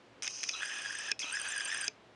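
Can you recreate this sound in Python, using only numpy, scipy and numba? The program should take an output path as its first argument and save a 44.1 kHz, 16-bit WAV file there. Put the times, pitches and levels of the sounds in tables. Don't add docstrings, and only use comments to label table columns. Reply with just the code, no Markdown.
import sys
import numpy as np
from scipy import signal
from scipy.fft import rfft, irfft
from scipy.io import wavfile
from scipy.ndimage import uniform_filter1d
from numba import njit

SR = 44100
rng = np.random.default_rng(int(sys.argv[2]) if len(sys.argv) > 2 else 0)


def boost_factor(decibels):
    exponent = np.asarray(decibels, float) / 20
    return 10 ** exponent


def digitize_waveform(pressure):
    field = np.atleast_2d(pressure).T
    bounded = np.clip(field, -1, 1)
    quanta = np.round(bounded * 32767).astype(np.int16)
    wavfile.write(sys.argv[1], SR, quanta)


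N = 94815


def level(x, db):
    return x * boost_factor(db) / np.sqrt(np.mean(x ** 2))


@njit
def svf(x, hz, width):
    y, b, l = np.empty(len(x)), 0., 0.
    for i in range(len(x)):
        g, k = np.tan(np.pi * hz[i] / SR), width / hz[i]
        v = (b + g * (x[i] - l)) / (1 + g * (g + k))
        b, l, y[i] = 2 * v - b, l + 2 * g * v, k * v
    return y


def band(x, hz, width_hz):
    hz = hz + np.zeros(len(x))
    once = svf(x + 1e-18, hz, 1.5 * width_hz)
    return svf(once, hz, 1.5 * width_hz)


def body(x, peaks):
    return sum((-1) ** k * boost_factor(db) * band(x, hz, width) for k, (hz, width, db) in enumerate(peaks))


def walk(rate_hz):
    hold = int(SR / rate_hz)
    steps = np.repeat(rng.standard_normal(N // hold + 1), hold)
    return 1.3 * uniform_filter1d(uniform_filter1d(steps, hold), hold)[:N]


def control(runs, column, t):
    rows = np.vstack(runs)
    return np.interp(t, rows[:, 0], rows[:, column])


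def running(runs, t, rise_s):
    gate = 0
    for run in runs:
        start = np.clip((t - run[0][0]) / rise_s, 0, 1)
        stop = np.clip((run[-1][0] - t) / 0.00062, 0, 1)
        gate = gate + start * stop
    return gate


def rings(modes, push, chance):
    t = np.arange(SR // 8) / SR
    ring = 0
    for (hz, db, t60_s), c in zip(modes, chance):
        tone = np.sin(2 * np.pi * hz * (1 + c / 90) * t)
        ring = ring + boost_factor(db + 2 * c) * tone * 1000 ** (-t / t60_s)
    out = np.convolve(ring, push)[:len(t)]
    return out / np.abs(out).max()


def chirp(seconds, from_hz, to_hz):
    u = np.arange(int(seconds * SR)) / int(seconds * SR)
    phase = 2 * np.pi * np.cumsum(from_hz + (to_hz - from_hz) * u) / SR
    return phase, np.sin(np.pi * u ** 0.55)


# pitch_hz, density_db (per Hz)
ROOM_SPECTRUM = [(18, -40), (30, -15), (53, -28), (115, -15.5), (155, -8), (275, -1.5), (370, -1),
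                 (2920, -13), (11500, -34.5), (14900, -72), (22000, -120)]
# pitch_hz, width_hz, level_db
HUM_BANDS = [(67, 3.6, -81), (115.7, 12.3, -73.5)]


def room():
    hz, density_db = np.transpose(ROOM_SPECTRUM)
    f = np.arange(N // 2 + 1) * SR / N + 1
    gain = boost_factor(np.interp(np.log(f), np.log(hz), density_db))
    hiss = irfft(rfft(rng.standard_normal(N)) * gain, N)
    hum = sum(level(band(rng.standard_normal(N), hz, width), db) for hz, width, db in HUM_BANDS)
    return level(hiss, -60) + hum


# time_s, high_db, low_db, top_db, middle_db
RATTLE_RUNS = [
    [(.2225, -41.5, -49.5, -44.5, -55), (.269, -43, -45, -56, -42), (.272, -67, -45, -74, -65),
     (.283, -46, -55, -58, -50), (.43, -44, -55, -59.5, -48.5), (.52, -43.5, -55, -59, -45.5),
     (.56, -49.5, -45.5, -60, -54.5), (.63, -49.5, -45.5, -53.5, -56), (1.117, -50, -46, -57, -51)],
    [(1.192, -41, -57, -38, -60), (1.212, -43, -50.5, -55, -41), (1.225, -43.5, -45.5, -55, -46.5),
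     (1.26, -50.5, -46, -58, -53.5), (1.33, -48.5, -44.5, -51, -61.5), (1.88, -48, -44, -51, -62)],
]
# pitch_hz, width_hz, level_db
HIGH_PEAKS = [(5970, 350, 4), (6485, 280, 2), (5710, 83, -21), (3880, 35, -3.5)]
LOW_PEAKS = [(1183, 1710, -5.5), (1390, 190, 3.5), (2230, 1900, -15.5), (2560, 206, 9.5), (3010, 394, 3),
             (3550, 110, -12)]
TOP_PEAKS = [(7410, 400, -1.5), (8700, 560, -1), (9650, 740, -9), (10500, 650, -12)]
MIDDLE_PEAKS = [(5190, 510, 1), (4400, 930, -20)]
GROUP_THROB = (.8, 2.2, 3.2, .8)


def rattle(t):
    ticks_per_s, spread_db = 14000, 0.8
    out = 0
    for k, peaks in enumerate((HIGH_PEAKS, LOW_PEAKS, TOP_PEAKS, MIDDLE_PEAKS)):
        struck = rng.random(N) < ticks_per_s / SR
        ticks = struck * rng.standard_normal(N) * boost_factor(spread_db * rng.exponential(size=N))
        throb = boost_factor(GROUP_THROB[k] * walk(150))
        out = out + boost_factor(control(RATTLE_RUNS, k + 1, t)) * level(body(ticks * throb, peaks), 0)
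    return out * running(RATTLE_RUNS, t, 0.00026)


# start_s, peak_db, low_ring_db, thud_db
GEAR_CLICKS = [(0.2226, -27.5, -6, -45), (0.2313, -29.5, -8.5, -46), (0.2446, -30, 1, -42),
               (0.269, -30.5, 0, -42), (0.2773, -18.5, -8, -51), (0.4319, -25, -3, -20.5),
               (0.4376, -20, -7, -33), (0.4894, -21.5, -12.5, -53), (.4922, -19, -8, -46),
               (0.5138, -30, -27, -44), (1.1162, -15, -7.5, -25), (1.192, -25.5, -10.5, -54),
               (1.2007, -31.5, -1, -49), (1.218, -33, 2, -46), (1.8801, -16.5, -11, -21.5)]
# pitch_hz, level_db, t60_s
BRIGHT_MODES = [(5220, 8.5, 0.01), (5370, 3, 0.0089), (6000, 10, 0.0087), (6020, -9, 0.013),
                (3660, 2.5, 0.0058), (6050, -16, .007), (8700, -12, 0.0037), (10100, -29, 0.0025)]
LOW_MODES = [(2200, 1, 0.018), (2373, 0.5, 0.032), (2524, 4, 0.038), (2870, -4.5, 0.0073),
             (3430, -3.5, 0.0071), (1680, -24, 0.0082)]
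THUD_MODES = [(273, -10, 0.12), (424, 4.5, 0.082), (680, 8.5, 0.026)]
KNOCK_MODES = [(297.8, -1.5, 0.046), (383, -5, .04), (610, -3, 0.038)]


def clicks():
    rebound_s, rebound_db, chatter_db, shake_s = 0.0013, -2.5, -11.5, 0.003
    knock_s, knock_db = 1.241, -41.5
    out = np.zeros(N + SR)
    push_t, shake_t = np.arange(200) / SR, np.arange(SR // 80) / SR
    thin = signal.butter(3, 1500, "high", fs=SR, output="sos")
    soft_push = np.hanning(60)
    for start_s, peak_db, low_db, thud_db in GEAR_CLICKS:
        push = boost_factor(chatter_db) * rng.standard_normal(200) * np.exp(-push_t / rebound_s)
        push[0] += 1
        push[int(rebound_s * SR * (1 + rng.standard_normal() / 8))] += boost_factor(rebound_db)
        shake = rng.standard_normal(SR // 80) * np.exp(-shake_t / shake_s)
        bright = rings(BRIGHT_MODES, push, rng.standard_normal(len(BRIGHT_MODES)))
        low = rings(LOW_MODES, shake, rng.standard_normal(len(LOW_MODES)))
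        thud = rings(THUD_MODES, soft_push, rng.standard_normal(len(THUD_MODES)) / 2)
        hit = signal.sosfilt(thin, bright + boost_factor(low_db) * low) + boost_factor(thud_db) * thud
        at = int(start_s * SR)
        out[at:at + len(hit)] += boost_factor(peak_db) * hit
    knock = boost_factor(knock_db) * rings(KNOCK_MODES, soft_push, np.zeros(3))
    at = int(knock_s * SR)
    out[at:at + len(knock)] += knock
    rumble_cut = signal.butter(2, 160, "high", fs=SR, output="sos")
    return signal.sosfilt(rumble_cut, out[:N])


@njit
def teeth(hz, stretch, size):
    pulses, p, k = np.zeros(len(hz) + 1), 0., 0
    for i in range(len(hz)):
        step = hz[i] * stretch[k] / SR
        p += step
        if p >= 1:
            p, k = p - 1, k + 1
            pulses[i] += size[k] * p / step
            pulses[i + 1] += size[k] * (1 - p / step)
    return pulses[:-1]


# time_s, teeth_hz, effort_db
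MESH_RUNS = [
    [(.524, 1298, -51), (.545, 1277, -43), (.56, 1318, -47), (.594, 1313, -52), (.615, 1605, -38.5),
     (.72, 1723, -43), (.9, 1639, -41.5), (1.0, 1661, -43), (1.118, 1709, -46)],
    [(1.23, 1063, -45), (1.26, 1294, -51.5), (1.305, 1292, -43), (1.35, 1752, -38), (1.47, 1563, -42),
     (1.535, 1718, -40), (1.67, 1569, -40.5), (1.73, 1784, -40), (1.881, 1596, -40.5)],
]
# pitch_hz, level_db
RADIATION = [(1050, -11), (1300, -7), (1650, -3), (2600, 0.5), (3300, -14.5), (3900, -6), (4400, -24),
             (4800, -14.5), (5200, -8.5)]


def whine(t):
    tooth_jitter, tooth_scatter_db, wobble = 0.085, 5.5, 0.024
    pinion_teeth, pinion_beat_db, throb_db, width_hz = 16, 4.0, 3.0, 460
    speed = control(MESH_RUNS, 1, t)
    hz = speed * (1 + wobble * np.clip((speed - 1250) / 350, .2, 1) * walk(90))
    spacing, strength = rng.standard_normal((2, N // 10))
    pulses = teeth(hz, np.clip(1 + tooth_jitter * spacing, .5, 2), boost_factor(tooth_scatter_db * strength))
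    turns = np.cumsum(speed * (1 + 0.1477 * walk(40))) / SR / pinion_teeth
    beat_db = pinion_beat_db * np.sin(2 * np.pi * turns)
    radiated_hz, radiated_db = np.transpose(RADIATION)
    out = 0
    for k in range(1, 4):
        db = np.interp(np.log(k * speed), np.log(radiated_hz), radiated_db)
        db = db + throb_db * walk(90) + beat_db
        out = out + level(band(pulses, k * hz, width_hz / k), 0) * boost_factor(db)
    return out * boost_factor(control(MESH_RUNS, 2, t) - 1) * running(MESH_RUNS, t, .01)


# start_s, peak_db,
# pitch_hz
BINDS = [(0.6054, -42, 1550), (0.6205, -34, 1446), (0.6512, -44, 1670), (0.6705, -35, 1734),
         (0.7196, -30, 1774), (0.7768, -40, 1660), (0.8173, -36, 1670), (0.9052, -29, 1730),
         (0.945, -39, 1680), (0.981, -41, 1670), (0.999, -31, 1680), (1.0756, -43, 1750),
         (1.0832, -29, 1710), (1.0954, -28, 1710), (1.1135, -29, 1623),
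         (1.343, -38, 1720), (1.3612, -33.5, 1800), (1.3926, -38, 1645), (1.5337, -35, 1748),
              (1.5618, -32, 1647), (1.5824, -32, 1680), (1.6631, -33, 1570), (1.7253, -35.5, 1581),
              (1.7246, -27, 1790), (1.7841, -43, 1830), (1.7846, -34, 1715), (1.8005, -32, 1635),
              (1.8286, -45, 1870), (1.8285, -29.5, 1580)]
# start_s,
# length_s, from_hz, to_hz, level_db
START_TONES = [
    (0.526, 0.028, 4004, 3840, -42.5),
    (0.562, 0.051, 3890, 3920, -49),
    (.533, 0.03, 3650, 2870, -46),
    (.54, 0.0092, 1050, 1200, -53),
    (.588, 0.019, 2596, 2560, -39),
    (1.224, .03, 3500, 2870, -41),
    (1.25, 0.063, 3880, 3920, -49),
    (1.272, 0.05, 2570, 2680, -42.5),
]


def surges():
    length_s, surge_db, third_db = 0.0096, -4, -13
    out = np.zeros(N)
    for start_s, peak_db, hz in BINDS:
        c = rng.standard_normal(3)
        phase, shape = chirp(length_s, hz * (1 + 0.018 * c[0]), hz * (1 - 0.013 * c[0]))
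        third = boost_factor(third_db + 3 * c[1]) * np.sin(3 * phase + c[2])
        at = int(start_s * SR)
        out[at:at + len(shape)] += boost_factor(peak_db + surge_db) * shape * (np.sin(phase) + third)
    flutter, waver = boost_factor(3.5 * walk(200)), .9 * walk(250)
    for start_s, seconds, from_hz, to_hz, db in START_TONES:
        phase, shape = chirp(seconds, from_hz, to_hz)
        at = slice(int(start_s * SR), int(start_s * SR) + len(shape))
        out[at] += boost_factor(db) * shape * flutter[at] * np.sin(phase + waver[at])
    return out


# start_s, peak_db,
# pitch_hz, length_s
RUBS = [(0.6162, -43, 8700, 0.0058), (0.625, -40.5, 8350, 0.0045), (0.634, -39, 7430, 0.0055),
        (0.655, -33.5, 8580, 0.0055), (0.6741, -37, 8220, 0.0042), (0.689, -41, 8660, 0.0059),
        (0.716, -49, 8350, 0.005), (0.7533, -40.5, 9460, 0.0043), (0.7826, -39.5, 8570, 0.0052),
        (0.798, -46, 8600, 0.0034), (0.8172, -36.5, 8400, 0.0053), (0.867, -49, 8540, 0.005),
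        (0.8811, -50, 8400, 0.005), (0.921, -42.5, 9390, 0.005), (0.9499, -36, 8400, 0.0066),
        (0.9826, -41.5, 8650, 0.0044), (0.9865, -33.5, 8470, 0.0052), (1.0054, -42, 8080, 0.0054),
        (1.078, -55, 7450, 0.005), (1.087, -38, 8840, 0.005),
        (1.3232, -32, 8530, 0.0083), (1.337, -37, 8750, 0.0029), (1.346, -36.5, 8570, 0.0063),
             (1.353, -40, 7240, 0.0081), (1.3976, -32, 8790, 0.0047), (1.4143, -27.5, 8553, 0.0047),
             (1.431, -38, 9240, 0.0038), (1.4465, -42, 9540, 0.0083), (1.48, -32.5, 8360, .004),
             (1.486, -31.5, 8600, 0.0089), (1.5, -35, 8957, 0.0034), (1.509, -41, 8750, 0.0054),
             (1.5167, -33, 7320, .009), (1.5628, -29.5, 8920, 0.0037), (1.5779, -29.5, 8700, 0.0054),
             (1.597, -39, 9340, 0.0037), (1.6122, -38, 8700, 0.0053), (1.6469, -29.5, 8720, .012),
             (1.6735, -37, 8734, .006), (1.6789, -37, 7410, 0.013), (1.7282, -34, 8920, 0.0051),
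             (1.7433, -31.5, 8640, .006), (1.761, -44, 9200, 0.0036), (1.7753, -34.5, 8830, 0.0052),
             (1.8091, -29.5, 8600, 0.011), (1.837, -39, 8800, 0.01), (1.8426, -39, 7600, 0.014)]


def squeaks():
    squeak_db, hiss_db, overtone_db, width_hz = -4, -11, -13, 370
    noise = rng.standard_normal((3, N))
    crackle = boost_factor(4.0 * walk(500))
    hiss = level(band(noise[0], 9350, 1700), hiss_db)
    overtone = level(band(band(noise[1], 13000, 900), 13000, 900), overtone_db)
    lead = N // 200
    out = np.zeros(N)
    for start_s, peak_db, hz, length_s in RUBS:
        c = rng.standard_normal(2)
        phase, shape = chirp(max(1.46 * length_s, .002), hz * (1 - .02 * c[0]), hz * (1 + 0.029 * c[0]))
        first = int(start_s * SR)
        at = slice(first, first + len(shape))
        rough = level(band(noise[2, first - lead:at.stop], hz, width_hz)[lead:], -2.9)
        scrape = crackle[at] * (hiss[at] + boost_factor(5 * c[1]) * overtone[at])
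        out[at] += boost_factor(peak_db + squeak_db) * shape * (np.sin(phase) + rough + scrape)
    return out


def tail(lens, t):
    t60_s, tail_db = 0.18, -25
    decay = rng.standard_normal(SR // 4) * 1000 ** (-t[:SR // 4] / t60_s)
    decay = band(decay, 2700, 3900)
    return boost_factor(tail_db) * signal.fftconvolve(lens, decay / np.sqrt(np.sum(decay ** 2)))[:N]


def scene():
    t = np.arange(N) / SR
    lens = rattle(t) + clicks() + whine(t) + surges() + squeaks()
    return (room() + lens + tail(lens, t))[None]


def roll_off(x):
    return signal.sosfilt(signal.butter(12, 13480, fs=SR, output="sos"), x)


def record(dry):
    soft = signal.sosfilt(signal.butter(2, 8320, fs=SR, output="sos"), dry)
    cut = signal.sosfilt(signal.ellip(6, .5, 30, 11180, fs=SR, output="sos"), soft)
    return roll_off(cut)


dry = scene()
out = record(dry)
digitize_waveform(out)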